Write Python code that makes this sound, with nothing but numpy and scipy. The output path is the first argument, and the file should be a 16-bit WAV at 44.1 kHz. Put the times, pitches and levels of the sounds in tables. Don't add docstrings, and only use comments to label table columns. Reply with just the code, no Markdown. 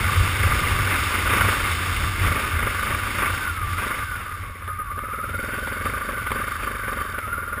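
import sys
import numpy as np
from scipy import signal
from scipy.fft import rfft, irfft, next_fast_len
from scipy.io import wavfile
from scipy.ndimage import uniform_filter1d, map_coordinates

SR = 44100
rng = np.random.default_rng(int(sys.argv[2]) if len(sys.argv) > 2 else 0)


def invert_db(x):
    u = np.asarray(x, float) / 20
    return 10 ** u


def digitize_waveform(pressure):
    field = np.atleast_2d(pressure).T
    bounded = np.clip(field, -1, 1)
    quanta = np.round(bounded * 32767).astype(np.int16)
    wavfile.write(sys.argv[1], SR, quanta)


N = 335160
SHUT_DB = -51
CRUISE_DB, CRUISE_REVS = -50, 25


def unit(x):
    return x / np.sqrt(np.mean(x ** 2) + 1e-20)


def steady(x):
    return x / np.sqrt(np.abs(uniform_filter1d(x ** 2, size=SR // 2)) + 1e-20)


def curves(rows):
    s, *cols = np.transpose(rows)
    return [np.interp(np.arange(N) / SR, s, c) for c in cols]


def bumps(rows):
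    t = np.arange(N) / SR
    return sum(height * np.cos(np.pi * np.clip((t - s) / length, -.5, .5)) ** 2 for s, length, height in rows)


def spells(rows, rest_db, rise, fall):
    t = np.arange(0, N + 64, 64) / SR
    tops = []
    for s, held, db in rows:
        early, late = np.clip(s - t, 0, None), np.clip(t - s - held, 0, None)
        tops.append(db - rise * early - fall * late)
    return np.maximum(rest_db, np.interp(np.arange(N) / SR, t, np.max(tops, axis=0)))


def wobble(rate):
    return map_coordinates(rng.standard_normal(N // 200 + 4), [np.arange(N) * rate / SR])


def grit(spike_db):
    spikes = np.minimum(rng.exponential(1, N), 6.5)
    return unit(rng.standard_normal(N) * invert_db(spike_db * spikes))


def filtered(x, response, top_hz=6600):
    m = next_fast_len(N + SR // 4)
    hz = np.arange(0, top_hz, SR / m)
    return irfft(rfft(x, m)[..., :len(hz)] * response(hz), m)[..., :N]


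def slope(points):
    f, db = np.transpose(points)
    return lambda hz: invert_db(np.interp(np.log(hz + 1), np.log(f), db))


def modes(table, sign=1):
    def response(f):
        total = 0
        for k, (c, w, db) in enumerate(table):
            total = total + sign ** k * invert_db(db) * 1j * f * w / (c * c - f * f + 1j * f * w)
        return total
    return response


# t/s, firings a second [1/s]
CRANK_SPEED = [(0.0, 25.62), (1.02, 25.19), (3.35, 24.91), (3.44, 20.04), (3.69, 17.11), (3.89, 26.73),
               (4.28, 18.05), (4.48, 15.7), (4.96, 15.41), (5.04, 19.95), (5.57, 21.41), (6.28, 21.26),
               (6.39, 25.61), (6.74, 25.47), (6.86, 21.26), (7.03, 24.77), (7.28, 18.01), (7.6, 19.94)]
# centre t/s, length/s, extra firings a second [1/s]
WHEELSPIN = [
    (1.29, 0.51, 1.56),
    (1.96, 1.23, 3.3),
    (2.25, 0.76, -3.14),
    (2.44, 0.5, 2.43),
    (3.27, 0.2, 3.08),
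    (3.55, 0.29, 1.41),
    (4.77, 0.31, 2.83),
    (5.25, 0.37, -1.42),
    (5.97, 0.49, 5.41),
    (7.35, 0.74, 1.59),
]


def crank_speed():
    return curves(CRANK_SPEED)[0] + bumps(WHEELSPIN)


MISFIRES = [
    3.52,
    4.07,
    4.75,
    4.86,
]


def crank(revs):
    turn = .14 + np.cumsum(revs) / SR
    at = np.flatnonzero(np.diff(np.floor(turn)))
    chance = rng.standard_normal((len(at), 2))
    strength = invert_db(1.08 * chance[:, 0])
    for s in MISFIRES:
        strength[np.argmin(np.abs(at / SR - s))] *= invert_db(-14)
    jitter = (.0008 * SR * chance[:, 1]).astype(int)
    firings = np.zeros(N)
    firings[np.clip(at + jitter, 0, N - 1)] = strength
    return firings


def after(firings, delay, rise):
    u = np.clip(np.arange(SR // 10) / SR - delay, 0, 1) / rise
    return signal.fftconvolve(firings, u * np.exp(1 - u))[:N]


# t/s, held/s, exhaust level/dB
THROTTLE = [(0, 0.0066, -37.5), (.12, .02, -46), (.44, .02, -36), (.55, 0.018, -39.5), (.7, 0.25, -43.5),
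            (1.14, 0.089, -42.5), (1.27, 0.25, -38), (2.29, 0.062, -36.5), (2.62, 0.056, -36),
            (2.84, 0.071, -37.5), (3.2, 0.019, -39), (3.45, .02, -54), (3.83, 0.038, -37.5),
            (4.45, 0.14, -48.5), (4.7, .02, -42), (4.8, .03, -46), (4.99, 0.023, -38), (5.12, 0.2, -42.5),
            (5.35, 0.59, -37.5), (6.1, 0.021, -34.5), (6.27, .01, -39), (6.32, 0.037, -34.5),
            (6.65, 0.042, -37.5), (6.88, 0.063, -36), (7.19, 0.0091, -37.5), (7.28, 0.26, -43),
            (7.57, .05, -37.5)]


def throttle():
    return spells(THROTTLE, SHUT_DB, rise=143, fall=64.5) - SHUT_DB


# centre t/s, length/s, level/dB
SLACK = [
    (3.68, .05, 0),
    (4.88, .04, 4),
    (4.95, .07, -4),
    (6.24, .05, -7),
    (6.29, .03, -8),
    (7.22, 0.076, -13),
]


def chain_slack():
    return bumps(SLACK)


# f/Hz, width/Hz, level/dB
PIPE = [(236, 48, 0), (295, 45, -4), (415, 70, -3), (538, 32, 0), (605, 28, -3)]
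# f/Hz, level/dB
PIPE_EDGE = [(120, -14), (200, 0), (640, 0), (800, -9), (1500, -26)]
# f/Hz, width/Hz, level/dB
THUD = [(52.5, 11, 5.5), (98.2, 11.4, -1)]


def exhaust(firings, level_db):
    def silencer(f):
        late = np.exp(-2j * np.pi * f * .005 * np.clip(f / 600, 0, 1))
        echo = 1 + .22 * np.exp(-2j * np.pi * f * .017)
        return modes(PIPE, sign=-1)(f) * slope(PIPE_EDGE)(f) * late * echo

    blow = unit(filtered(firings, silencer))
    thud = unit(filtered(firings, modes(THUD)))
    turbulence = after(firings, 0, .0028) * rng.standard_normal(N)
    gas = unit(filtered(turbulence, modes(PIPE, sign=-1.64)))
    return invert_db(level_db) * (blow + invert_db(-11) * gas) + invert_db(level_db + 1.5) * thud


# f/Hz, width/Hz, level/dB
CASE = [(1000, 170, -52.5), (1185.7, 26.4, 21), (1226, 55, 18.5), (1401, 180, 11.5), (1408, 140, 12),
        (1490, 30, 9), (1685, 53, -9)]
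# f/Hz, level/dB
CASE_EDGE = [(600, -20), (900, -9), (1080, 0), (1800, 0), (2600, -14), (4000, -30)]
# centre t/s, length/s, level/dB
LASH = [
    (.56, 0.084, 1),
    (1.5, 0.34, 2.5),
    (1.75, 0.34, -3),
    (2.1, 0.38, -2),
    (3.5, 0.21, 5),
    (4.55, 0.37, -3.5),
    (5.42, 1, -4.5),
    (6.4, 0.38, 2),
    (6.95, 0.49, 2.5),
    (7.45, .4, 0),
]


def clatter(firings, revs, load_db, pace_db, slack_db):
    level_db = -29.5 + .42 * (revs - CRUISE_REVS) + .24 * load_db + .22 * pace_db
    level_db = level_db + slack_db + bumps(LASH)
    beat = .6 + .7 * after(firings, .006, .006)
    drive = beat * invert_db(1.2 * wobble(40)) * grit(spike_db=2.5)
    case = lambda f: modes(CASE)(f) * slope(CASE_EDGE)(f)
    return invert_db(level_db) * steady(filtered(drive, case))


# t/s, drive wind-up f/Hz, level/dB, speed ripple of one firing [0-1]
MESH = [(0, 0, -36, .08), (3.3, -40, -36, .08), (3.4, 40, -29, .03), (3.46, 70, -28, .03),
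        (3.55, -20, -30, .04), (3.74, -110, -32, .05), (3.9, 30, -36, .1), (4.05, 10, -32, .04),
        (4.65, 50, -47, .05), (4.7, 50, -29, .12), (4.8, 0, -30, .1), (4.92, 80, -32, .1),
        (5.1, -40, -28, .15), (5.4, 35, -29, .15), (7.17, -10, -33, .09), (7.25, -110, -27, .07),
        (7.31, 30, -29, .1), (7.6, -30, -33, .1)]
# f/Hz, level/dB
GEARBOX = [(950, -22), (1120, 0), (1290, 0), (1335, -11), (1380, 0), (1540, -2), (1640, -18), (1900, -28)]


def whine(firings, revs):
    windup_hz, level_db, kick = curves(MESH)
    mean_hz = 68 * uniform_filter1d(revs, size=round(.16 * SR)) + windup_hz
    kicks = np.cumsum(firings)
    ripple = uniform_filter1d(kicks - uniform_filter1d(kicks, size=SR // 6), size=SR // 100)
    mesh_hz = mean_hz * (1 + kick * ripple + .004 * wobble(70))
    mesh = 2 * np.pi * np.cumsum(mesh_hz) / SR
    piston = 1 + .45 * np.sin(mesh / 17 + wobble(8)) + .25 * np.sin(mesh / 34 + wobble(8))
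    bite = 1 + 2.5 * kick * (1.7 * after(firings, 0, .011) - 1)
    tone = bite * piston * invert_db(2 * wobble(40)) * np.sin(mesh)
    return invert_db(level_db + 2.5) * filtered(tone, slope(GEARBOX))


# t/s, length/s, level/dB
BUZZ = [
    (3.85, .14, -51),
    (5.36, .82, -48.5),
    (6.3, .82, -48.5),
    (7.45, .03, -54),
]
# f/Hz, width/Hz, level/dB
BRACKET = [(3080, 90, 0), (3670, 110, -1), (4610, 75, 0), (5400, 100, -4)]


def bracket(firings):
    uneven = firings * invert_db(1.5 * rng.standard_normal(N))
    jolts = after(uneven, .012, .002) + .7 * after(uneven, .034, .002)
    chatter = jolts * (1 + rng.standard_normal(N)) * rng.standard_normal(N)
    level_db = spells(BUZZ, rest_db=-75, rise=250, fall=250)
    return invert_db(level_db) * unit(filtered(chatter, lambda f: modes(BRACKET, sign=-1)(f) ** 2))


# t/s, peak level/dB, thump level/dB
KNOCKS = [(0.46, -12, -14), (1.406, -1, -31), (2.26, -8, -25), (3.785, -9, -11), (4.32, -18, -14),
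          (4.675, -16, -8), (4.898, -30, -20), (4.988, -16, -19), (5.345, -23, -20), (5.672, -9.5, -16),
          (5.852, -12, -19), (6.267, -11, -16), (6.304, -13, -25), (6.316, -6.5, -24), (6.632, -15, -7),
          (6.88, -15, -19), (6.929, -11, -15), (7.187, -10, -14)]
# f/Hz, width/Hz, level/dB
FRAME = [(850, 600, -11), (1200, 300, 0), (1500, 300, -2), (2150, 500, -8), (3600, 900, -20)]


def knocks():
    t = np.arange(SR // 20) / SR
    hard, soft = np.zeros(N + SR), np.zeros(N + SR)
    for s, db, thump_db in KNOCKS:
        burst = invert_db(db - 60 * t / .03) * (1 - np.exp(-t / .001)) * rng.standard_normal(len(t))
        hard[round(s * SR):][:len(t)] += burst
        soft[round(s * SR):][:len(t)] += invert_db(thump_db) * burst
    knock = filtered(hard[:N], modes(FRAME, sign=-1))
    thump = filtered(soft[:N], modes(PIPE, sign=-1))
    return invert_db(9) * (knock + thump)


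# f/Hz, width/Hz, level/dB
SHELL = [(1720, 15, -13), (2022, 175, -1.5), (2223, 157, 1), (2530, 120, -30)]
# f/Hz, level/dB
SHELL_EDGE = [(1200, -16), (1700, 0), (2500, 0), (3800, -8), (4200, -20)]


def shell(firings, pace_db, load_db):
    level_db = -35.5 + .68 * pace_db + .27 * load_db
    shake = .6 + .65 * after(firings, .004, .004)
    drive = shake * invert_db(1.6 * wobble(30)) * grit(spike_db=1.0)
    ring = lambda f: modes(SHELL, sign=-1)(f) * slope(SHELL_EDGE)(f)
    return invert_db(level_db) * steady(filtered(drive, ring))


# t/s, level/dB
PACE = [(0, -46.5), (.7, -47), (1.27, -46.5), (1.6, -45.5), (2.1, -49), (2.8, -52), (3.26, -50),
        (3.66, -57.5), (3.83, -52.5), (4.27, -61.5), (4.76, -69), (5.14, -65), (5.86, -58.5), (6.16, -61),
        (6.39, -59), (6.86, -62), (7.2, -64), (7.6, -67.5)]


def road_pace():
    return curves(PACE)[0] - CRUISE_DB


# f/Hz, width/Hz, level/dB
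STONES = [(2780, 100, -1.5), (3070, 300, -5.5), (3550, 254, -3), (4610, 770, -12), (5290, 190, -14)]


def stones(pace_db):
    spray = steady(filtered(invert_db(wobble(14)) * grit(spike_db=3.0), modes(STONES)))
    return invert_db(CRUISE_DB + pace_db + 14.5) * spray


# f/Hz, level/dB
RUSH = [(20, -11), (120, -4.5), (300, -1), (700, -8.5), (1200, 1), (2500, -1.5), (3700, -14.5), (4100, -63),
        (5600, -18)]


def wind_rush(firings, pace_db, load_db):
    level_db = -31 + .91 * pace_db + .26 * load_db
    depth = np.clip(.018 * load_db, 0, .7)
    puff = 1 + depth * (2.0 * after(firings, .002, .006) - 1)
    air = unit(filtered(invert_db(2.55 * wobble(16)) * rng.standard_normal(N), slope(RUSH)))
    return invert_db(level_db) * puff * air


# t/s, boom level/dB
GUSTS = [(0, -16.5), (.23, -14.5), (.47, -17), (.6, -17.5), (.74, -16.5), (1.02, -25), (1.27, -23),
         (1.44, -19.5), (1.58, -23), (1.8, -23.5), (2.03, -19.5), (2.26, -18), (2.61, -20.5), (3.09, -23),
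         (3.49, -24.5), (3.65, -22.5), (4.0, -32), (4.3, -29), (4.7, -31.5), (5.06, -30.5), (5.3, -31.5),
         (5.86, -30), (6.3, -34), (6.39, -34), (6.62, -33), (7.05, -30.5), (7.37, -29.5)]
# t/s, boom level/dB
LULL = [
    (0, -28),
    (2.2, -25),
    (2.8, -29.5),
    (4.4, -33.5),
    (5.7, -35),
    (7.6, -37),
]
# f/Hz, width/Hz, level/dB
BOOM = [(39.4, 30.4, -6), (88.4, 17.7, 1.5)]


def wind_boom():
    gusts = [(s, 0, db) for s, db in GUSTS]
    level_db = spells(gusts, rest_db=curves(LULL)[0], rise=76, fall=74)
    pressure = invert_db(1.7 * wobble(14)) * rng.standard_normal(N)
    return invert_db(level_db - 1.5) * steady(filtered(pressure, modes(BOOM, sign=-1.15)))


def scene():
    revs = crank_speed()
    firings = crank(revs)
    load_db, slack_db, pace_db = throttle(), chain_slack(), road_pace()
    engine = exhaust(firings, SHUT_DB + load_db + slack_db)
    engine += clatter(firings, revs, load_db, pace_db, slack_db)
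    engine += whine(firings, revs)
    rattles = bracket(firings) + knocks() + shell(firings, pace_db, load_db)
    surroundings = stones(pace_db) + wind_rush(firings, pace_db, load_db) + wind_boom()
    return (engine + rattles + surroundings)[None]


def top_cut(x):
    return signal.sosfilt(signal.butter(12, 15740, fs=SR, output="sos"), x)


# f/Hz, level/dB
FILTER_EDGE = [(5300, -1), (5700, -7.5), (6000, -19)]


def record(dry):
    slow = signal.resample(filtered(dry, slope(FILTER_EDGE)), N * 12000 // SR, axis=1)
    held = signal.resample(np.repeat(slow, repeats=4, axis=1), N, axis=1)
    mix = filtered(held, np.ones_like, top_hz=15300)
    return top_cut(mix)


dry = scene()
out = record(dry)
digitize_waveform(out)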